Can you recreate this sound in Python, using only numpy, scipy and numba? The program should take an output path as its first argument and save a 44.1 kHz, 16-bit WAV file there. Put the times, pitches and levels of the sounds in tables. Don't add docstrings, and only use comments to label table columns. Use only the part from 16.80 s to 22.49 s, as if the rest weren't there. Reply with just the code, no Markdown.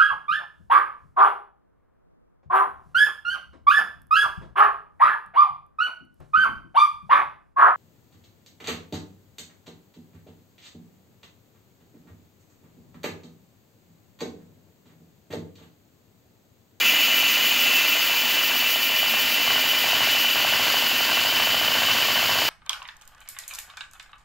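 import sys
import numpy as np
from scipy import signal
from scipy.fft import rfft, irfft
from scipy.io import wavfile
from scipy.ndimage import uniform_filter1d
from numba import njit

SR = 44100
rng = np.random.default_rng(int(sys.argv[2]) if len(sys.argv) > 2 else 0)


def field_ratio(decibels):
    return 10 ** (np.asarray(decibels, dtype=float) / 20)


def transcribe(u):
    v = np.clip(np.atleast_2d(u).T, -1, 1)
    q = np.round(v * 32767).astype(np.int16)
    wavfile.write(sys.argv[1], SR, q)


N = 250929

# [t/s, phone turned aside 0-1, hand over the engine 0-1]
PHONE_AND_HAND = [(0, .2, 0), (.6, 0, 0), (1.35, 0, 0), (1.6, 1, 0), (2.3, .7, .1), (2.6, .2, .8),
                  (3.3, .8, 1), (3.6, .8, 1), (3.9, .1, 1), (4.7, .1, .6), (5.69, 0, .5)]


def level(x, db):
    return x * field_ratio(db) / np.sqrt(np.mean(x ** 2))


def curves(table):
    s, *columns = np.transpose(table)
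    t = np.arange(N) / SR
    return [np.interp(t, s, column) for column in columns]


def walk(rate):
    hold = int(SR / rate)
    steps = np.repeat(rng.standard_normal(N // hold + 1), hold)
    smooth = uniform_filter1d(uniform_filter1d(steps, hold), hold)
    return 1.3 * smooth[:N]


def shape(x, points):
    hz, db = np.transpose(points)
    f = np.arange(N // 2 + 1) * SR / N + 1
    gain = field_ratio(np.interp(np.log(f), np.log(hz), db))
    return irfft(rfft(x) * gain, N)


def coloured(points):
    return level(shape(rng.standard_normal(N), points), 0)


@njit
def svf(x, hz, width):
    y, band, low = np.empty(len(x)), 0., 0.
    for i in range(len(x)):
        g = np.tan(np.pi * hz[i] / SR)
        k = width / hz[i]
        v = (band + g * (x[i] - low)) / (1 + g * (g + k))
        band = 2 * v - band
        low = low + 2 * g * v
        y[i] = k * v
    return y


def add(out, s, x):
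    i = max(int(s * SR), 0)
    out[i:i + len(x)] += x[:max(N - i, 0)]


def ring(hz, t60, rise):
    t = np.arange(int(t60 * SR)) / SR
    fade = 1000. ** (-t / t60)
    return -np.sin(2 * np.pi * hz * t) * fade * (1 - np.exp(-t / rise))


def bell(turns, mid, half):
    from_mid = (turns - mid + .5) % 1 - .5
    return np.exp(-np.abs(from_mid / half) ** 3)


def crank():
    # [t/s, crank speed/turns a second]
    crank_speed = [(0.0, 6.88), (1.171, 6.88), (1.751, 7.96), (2.091, 6.86), (2.336, 9.71), (2.603, 7.97),
                   (2.748, 13.25), (2.994, 8.64), (3.241, 15.36), (3.469, 8.14), (3.782, 14.85),
                   (4.109, 10.43), (4.36, 12.78), (5.16, 15.52), (5.328, 13.37), (5.502, 15.99),
                   (5.69, 15.19)]
    start_turn, slow_turns_s, push_smooth_s = .0665, 7, 0.12
    speed = curves(crank_speed)[0]
    fast = np.log2(speed / slow_turns_s)
    push = uniform_filter1d(np.gradient(fast) * SR, int(push_smooth_s * SR))
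    return start_turn + np.cumsum(speed) / SR, fast, push


def motor():
    # [t/s, shaft speed/Hz]
    shaft_speed = [(0, 626.3), (.5, 626.85), (2.15, 626.85), (2.6, 626.5), (3.1, 624.8), (3.95, 622.9),
                   (4.25, 623.2), (5.69, 621.5)]
    # [multiple of shaft speed, level/dB, change/dB when phone turns aside, change/dB under the hand]
    whine = [(1, -49, 0, 1), (7, -46, -11, -1), (12, -46.5, -2, -12), (14, -53, -4, -7), (24, -45, -1, -7)]
    turns = np.cumsum(curves(shaft_speed)[0]) / SR
    aside, hand = curves(PHONE_AND_HAND)
    out = np.zeros(N)
    for multiple, db, aside_db, hand_db in whine:
        tone_db = db + aside_db * aside + hand_db * hand + 1.5 * walk(6)
        out += np.sqrt(2) * field_ratio(tone_db) * np.sin(2 * np.pi * multiple * turns)
    return out


def hose(ring_db):
    centres = (238, 303, 1398, 1805, 1845, 2018, 2070, 2384, 2508, 2600, 2691, 2876, 2990, 3088, 3205, 3295,
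               3400, 6200, 6550, 6778, 6895, 7065)
    # [width/Hz, level/dB, drift/Hz a second, fade/dB a second]
    resonances = [(28.4, -15.5, 0, 0.93), (26.8, -17, 2.5, 0.06), (29.6, -12, 2, 0), (34.8, -11.5, -4, 0.2),
                  (34.7, -13, -12.5, 1.7), (27.7, -9, 4, -0.3), (50.5, -12, -1, -0.8), (32, -2.5, 1.3, -1),
                  (32.6, -9, -2, -1.9), (35, -11, 7, 2), (22.2, 3, 3, -0.66), (56.4, -1.5, -1.5, -0.1),
                  (37, 4, 4, 0.5), (40.3, -7.5, -5.5, 1), (60.5, -12, 3, 1), (30, -31, 8, -3),
                  (109, -15, 2, -1.2), (40, -16, -14, -1.3), (120, -20.5, 23, -2.5), (30, -15, 0, 1.5),
                  (30, -22, 0, -3), (40, -18, 7.5, -2.5)]
    steady = .2
    t = np.arange(N) / SR - N / SR / 2
    out, noise = np.zeros(N), rng.standard_normal(N)
    for k, (hz, (width, db, drift, fade)) in enumerate(zip(centres, resonances)):
        centre = hz + drift * t + 0.11 * width * walk(3.9)
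        mode = svf(svf(noise, centre, 1.5 * width), centre, 1.5 * width)
        power = uniform_filter1d(mode ** 2, int(SR / width / 4)) / np.mean(mode ** 2) + .05
        even = power ** (-steady / 2)
        out += (-1) ** k * mode * even * field_ratio(db + fade * t + 0.5 * walk(8.8))
    return level(out, -1.4) * field_ratio(ring_db)


def air(roar_db):
    # [f/Hz, level/dB per Hz]
    roar_spectrum = [(20, -70), (50, -43), (100, -25), (200, -23.5), (450, -15), (700, -14), (1300, -11.5),
                     (2200, -8.5), (2800, -8), (3500, -8), (4200, -10.5), (6900, -16), (9400, -20),
                     (16000, -28)]
    return coloured(roar_spectrum) * field_ratio(5. + roar_db + .45 * walk(8))


def valve(leak_db, open_share):
    # [f/Hz, level/dB per Hz]
    leak_spectrum = [(7000, -54), (9500, -16), (11000, -4), (12500, -6), (14000, 0.5), (15000, 0.5),
                     (16000, -3.5)]
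    # [f/Hz, level/dB per Hz]
    puff_spectrum = [(2500, -32), (4700, -6.5), (5800, 2), (6800, -18), (8300, -3), (10500, -9.5),
                     (12000, -8.5), (13200, -8), (14250, -6), (14800, -11), (15500, -5), (16000, 6)]
    whistle_hz, under_hand_hz, width_hz, whistle_db = 14370, -500, 1500, -6.5
    hand = curves(PHONE_AND_HAND)[1]
    whistle = svf(rng.standard_normal(N), whistle_hz + under_hand_hz * hand, 1. * width_hz)
    puff = coloured(puff_spectrum) + level(whistle, whistle_db)
    return coloured(leak_spectrum) * field_ratio(leak_db) + puff * open_share * field_ratio(-25 + 0.86 * walk(29.3))


def chuff(turns, fast):
    # [place in the turn 0-1, half length/turns, level/dB]
    breaths = [
        (.51, 0.095, -34.5),
        (.9, 0.082, -38),
    ]
    hiss_hz, width_hz, grows_db = 4700, 1130, 4
    hiss = level(svf(rng.standard_normal(N), np.full(N, 1. * hiss_hz), 1. 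* width_hz), 0)
    breathing = sum(field_ratio(db) * bell(turns, mid, half) for mid, half, db in breaths)
    return hiss * field_ratio(grows_db * fast) * breathing


def rattle(db):
    # [f/Hz, width/Hz, level/dB]
    loose_bricks = [(575, 550, -12), (980, 100, 5), (1570, 280, 4), (1970, 180, -3)]
    taps_per_s, spread_db = 350, 6
    chance = rng.random((3, N))
    size_db = np.minimum(-spread_db * np.log(1 - chance[1]), 12)
    taps = (chance[0] < taps_per_s / SR) * field_ratio(size_db) * np.sign(chance[2] - .5)
    body = np.zeros(N)
    for hz, width, gain_db in loose_bricks:
        body += field_ratio(gain_db) * svf(taps, np.full(N, 1. * hz), 1. * width)
    return level(body, -1) * field_ratio(db)


def knocks(turns, fast, push):
    # [place in the turn 0-1, peak/dB, table thump/dB, brightness/dB an octave]
    stroke = [
        (0.001, -22, -57, 0.5),
        (.29, -28, -58, 6),
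        (.475, -27, -62, 7.5),
    ]
    knock_grows_db, thump_grows_db = 5, 11.5
    knock_push_db, thump_push_db = 0.46, 0.9
    knock_scatter_db, thump_scatter_db, bright_scatter_db, slack_turn = 0.7, 0.5, 2, 0.0299
    skipped_turn, skipped_db = 18, -15
    rows, t = [], np.arange(N) / SR
    chance = rng.standard_normal((int(turns[-1]) + 1, len(stroke), 4))
    for k, draws in enumerate(chance):
        skip_db = skipped_db * (k == skipped_turn)
        for (place, db, thump_db, bright_db), (late, hard, heavy, tone) in zip(stroke, draws):
            at = k + place * (1 + 2 * slack_turn * late)
            if turns[0] < at < turns[-1]:
                s = np.interp(at, turns, t)
                f, p = fast[int(s * SR)], push[int(s * SR)]
                peak = db + knock_grows_db * f + knock_push_db * p + knock_scatter_db * hard + skip_db
                thump = thump_db + thump_grows_db * f + thump_push_db * p + thump_scatter_db * heavy
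                rows.append((s, peak, thump, bright_db + bright_scatter_db * tone))
    return rows


def stream_dips(hits):
    dip_s, dip_db = 0.04, -0.5
    out, dip = np.zeros(N), np.hanning(int(dip_s * SR))
    for s, db, *_ in hits:
        add(out, s - dip_s / 2, dip_db * field_ratio(db + 20) * dip)
    return out


def piston(hits):
    # [f/Hz, level/dB, t60/s]
    block_modes = [(680, -3, 0.015), (809, -1, 0.011), (1114, -12, 0.041), (1464, -8, 0.016),
                   (2030, -26, 0.0093)]
    # [f/Hz, level/dB, t60/s]
    table_modes = [(75.4, 6.5, 0.035), (108.5, 13.5, 0.051), (153, 9.5, 0.062)]
    # [t/s, f/Hz, level/dB, t60/s]
    hand_bump = (2.445, 25, -22, .04)
    knock_db, knock_rise_s, block_low_hz, thump_lag_s = 7.5, 0.0016, 440, .008
    block, table, thump = np.zeros(N), np.zeros(N), np.zeros(SR // 4)
    for hz, db, t60 in table_modes:
        add(thump, 0, field_ratio(db) * ring(hz, t60, 0.0045))
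    chance = rng.standard_normal((len(hits), 2, len(block_modes))) * [[.03], [1.2]]
    for (s, db, thump_db, bright_db), (detune, share_db) in zip(hits, chance):
        for (hz, mode_db, t60), d, extra_db in zip(block_modes, detune, share_db):
            gain = field_ratio(db + knock_db + mode_db + bright_db * np.log2(hz / 800) + extra_db)
            add(block, s, gain * ring(hz * (1 + d), t60, knock_rise_s))
        add(table, s + thump_lag_s, field_ratio(thump_db) * thump)
    bump_s, bump_hz, bump_db, bump_t60 = hand_bump
    add(table, bump_s, field_ratio(bump_db) * ring(bump_hz, bump_t60, .004))
    no_bass = signal.butter(2, block_low_hz, "highpass", fs=SR, output="sos")
    return table + signal.sosfilt(no_bass, block)


def slips():
    # [centre t/s, lowest f/Hz, highest f/Hz, level/dB]
    flickers = [
        (.485, 6200, 8300, -41),
        (1.205, 4600, 5700, -37),
        (1.205, 6900, 8300, -46),
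        (1.205, 13100, 14500, -40),
        (3.435, 10300, 12400, -45),
        (3.435, 14500, 15780, -40),
        (3.667, 7600, 9000, -50),
        (3.667, 11700, 13800, -41),
        (4.48, 4600, 5700, -39),
    ]
    out = np.zeros(N)
    for s, low, high, db in flickers:
        band = coloured([(low - 1, -99), (low, 0), (high, 0), (high + 1, -99)])[:2048]
        add(out, s - 1024 / SR, field_ratio(db + 3) * band * np.hanning(2048))
    return np.array([out, -out])


def scene():
    # [t/s, level/dB]
    nearness = [(0, 3), (.3, 1), (1.0, 1.7), (1.4, -0.6), (2.1, -0.5), (3.2, 0.1), (3.9, -0.5), (5.2, -1),
                (5.69, -1.5)]
    # [t/s, level/dB]
    escape = [(0, -.5), (1.2, -.5), (1.6, .5), (2.5, 1.5), (2.75, 0), (2.92, 2), (3.15, -2), (3.4, 2),
              (3.6, -2), (4.2, -4), (5.69, -5)]
    # [level/dB, change/dB per doubling of speed, share of hose loudness]
    layers = [(-21, 0.089, 1.2), (-31, 1.7, 0.36), (-35.5, 5.6, -1.2), (-31, -1.5, 0.22)]
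    valve_mid, valve_half = 0.69, 0.29
    puff_fades_db, puff_push_db, shake_push_db = -7, -0.5, 0.5
    clatter_db = -6
    turns, fast, push = crank()
    hits = knocks(turns, fast, push)
    near_db = curves(nearness)[0]
    ring_db, roar_db, rattle_db, leak_db = [db + grows * fast + share * near_db for db, grows, share in layers]
    open_share, dip_db = bell(turns, valve_mid, valve_half), stream_dips(hits)
    puffs = open_share * field_ratio(puff_fades_db * fast + puff_push_db * push + curves(escape)[0])
    stream = hose(ring_db + .5 * dip_db) + air(roar_db + dip_db)
    stream = stream + valve(leak_db + dip_db, puffs) + chuff(turns, fast)
    bricks = rattle(rattle_db + shake_push_db * push + clatter_db * open_share)
    one = motor() + stream + piston(hits) + bricks
    return np.array([one, one])


def low_pass(x):
    return signal.sosfilt(signal.butter(12, 17090, fs=SR, output="sos"), x)


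def record(dry):
    # [f/Hz, level/dB]
    microphone = [(4150, -0.5), (4650, 3.5), (5450, -2), (6500, -2), (7480, -0.5), (7650, -6), (8250, -6),
                  (9400, -10.5), (10800, -1.5), (11250, -5), (12000, 2), (15300, 1), (15700, 8)]
    low_hz, top_hz = 68, 15740
    x = shape(dry, microphone) + slips()
    x = shape(x, [(top_hz, 0), (top_hz + 90, -90)])
    x = signal.sosfilt(signal.butter(3, low_hz, "highpass", fs=SR, output="sos"), x)
    return low_pass(x)


dry = scene()
out = record(dry)
transcribe(out)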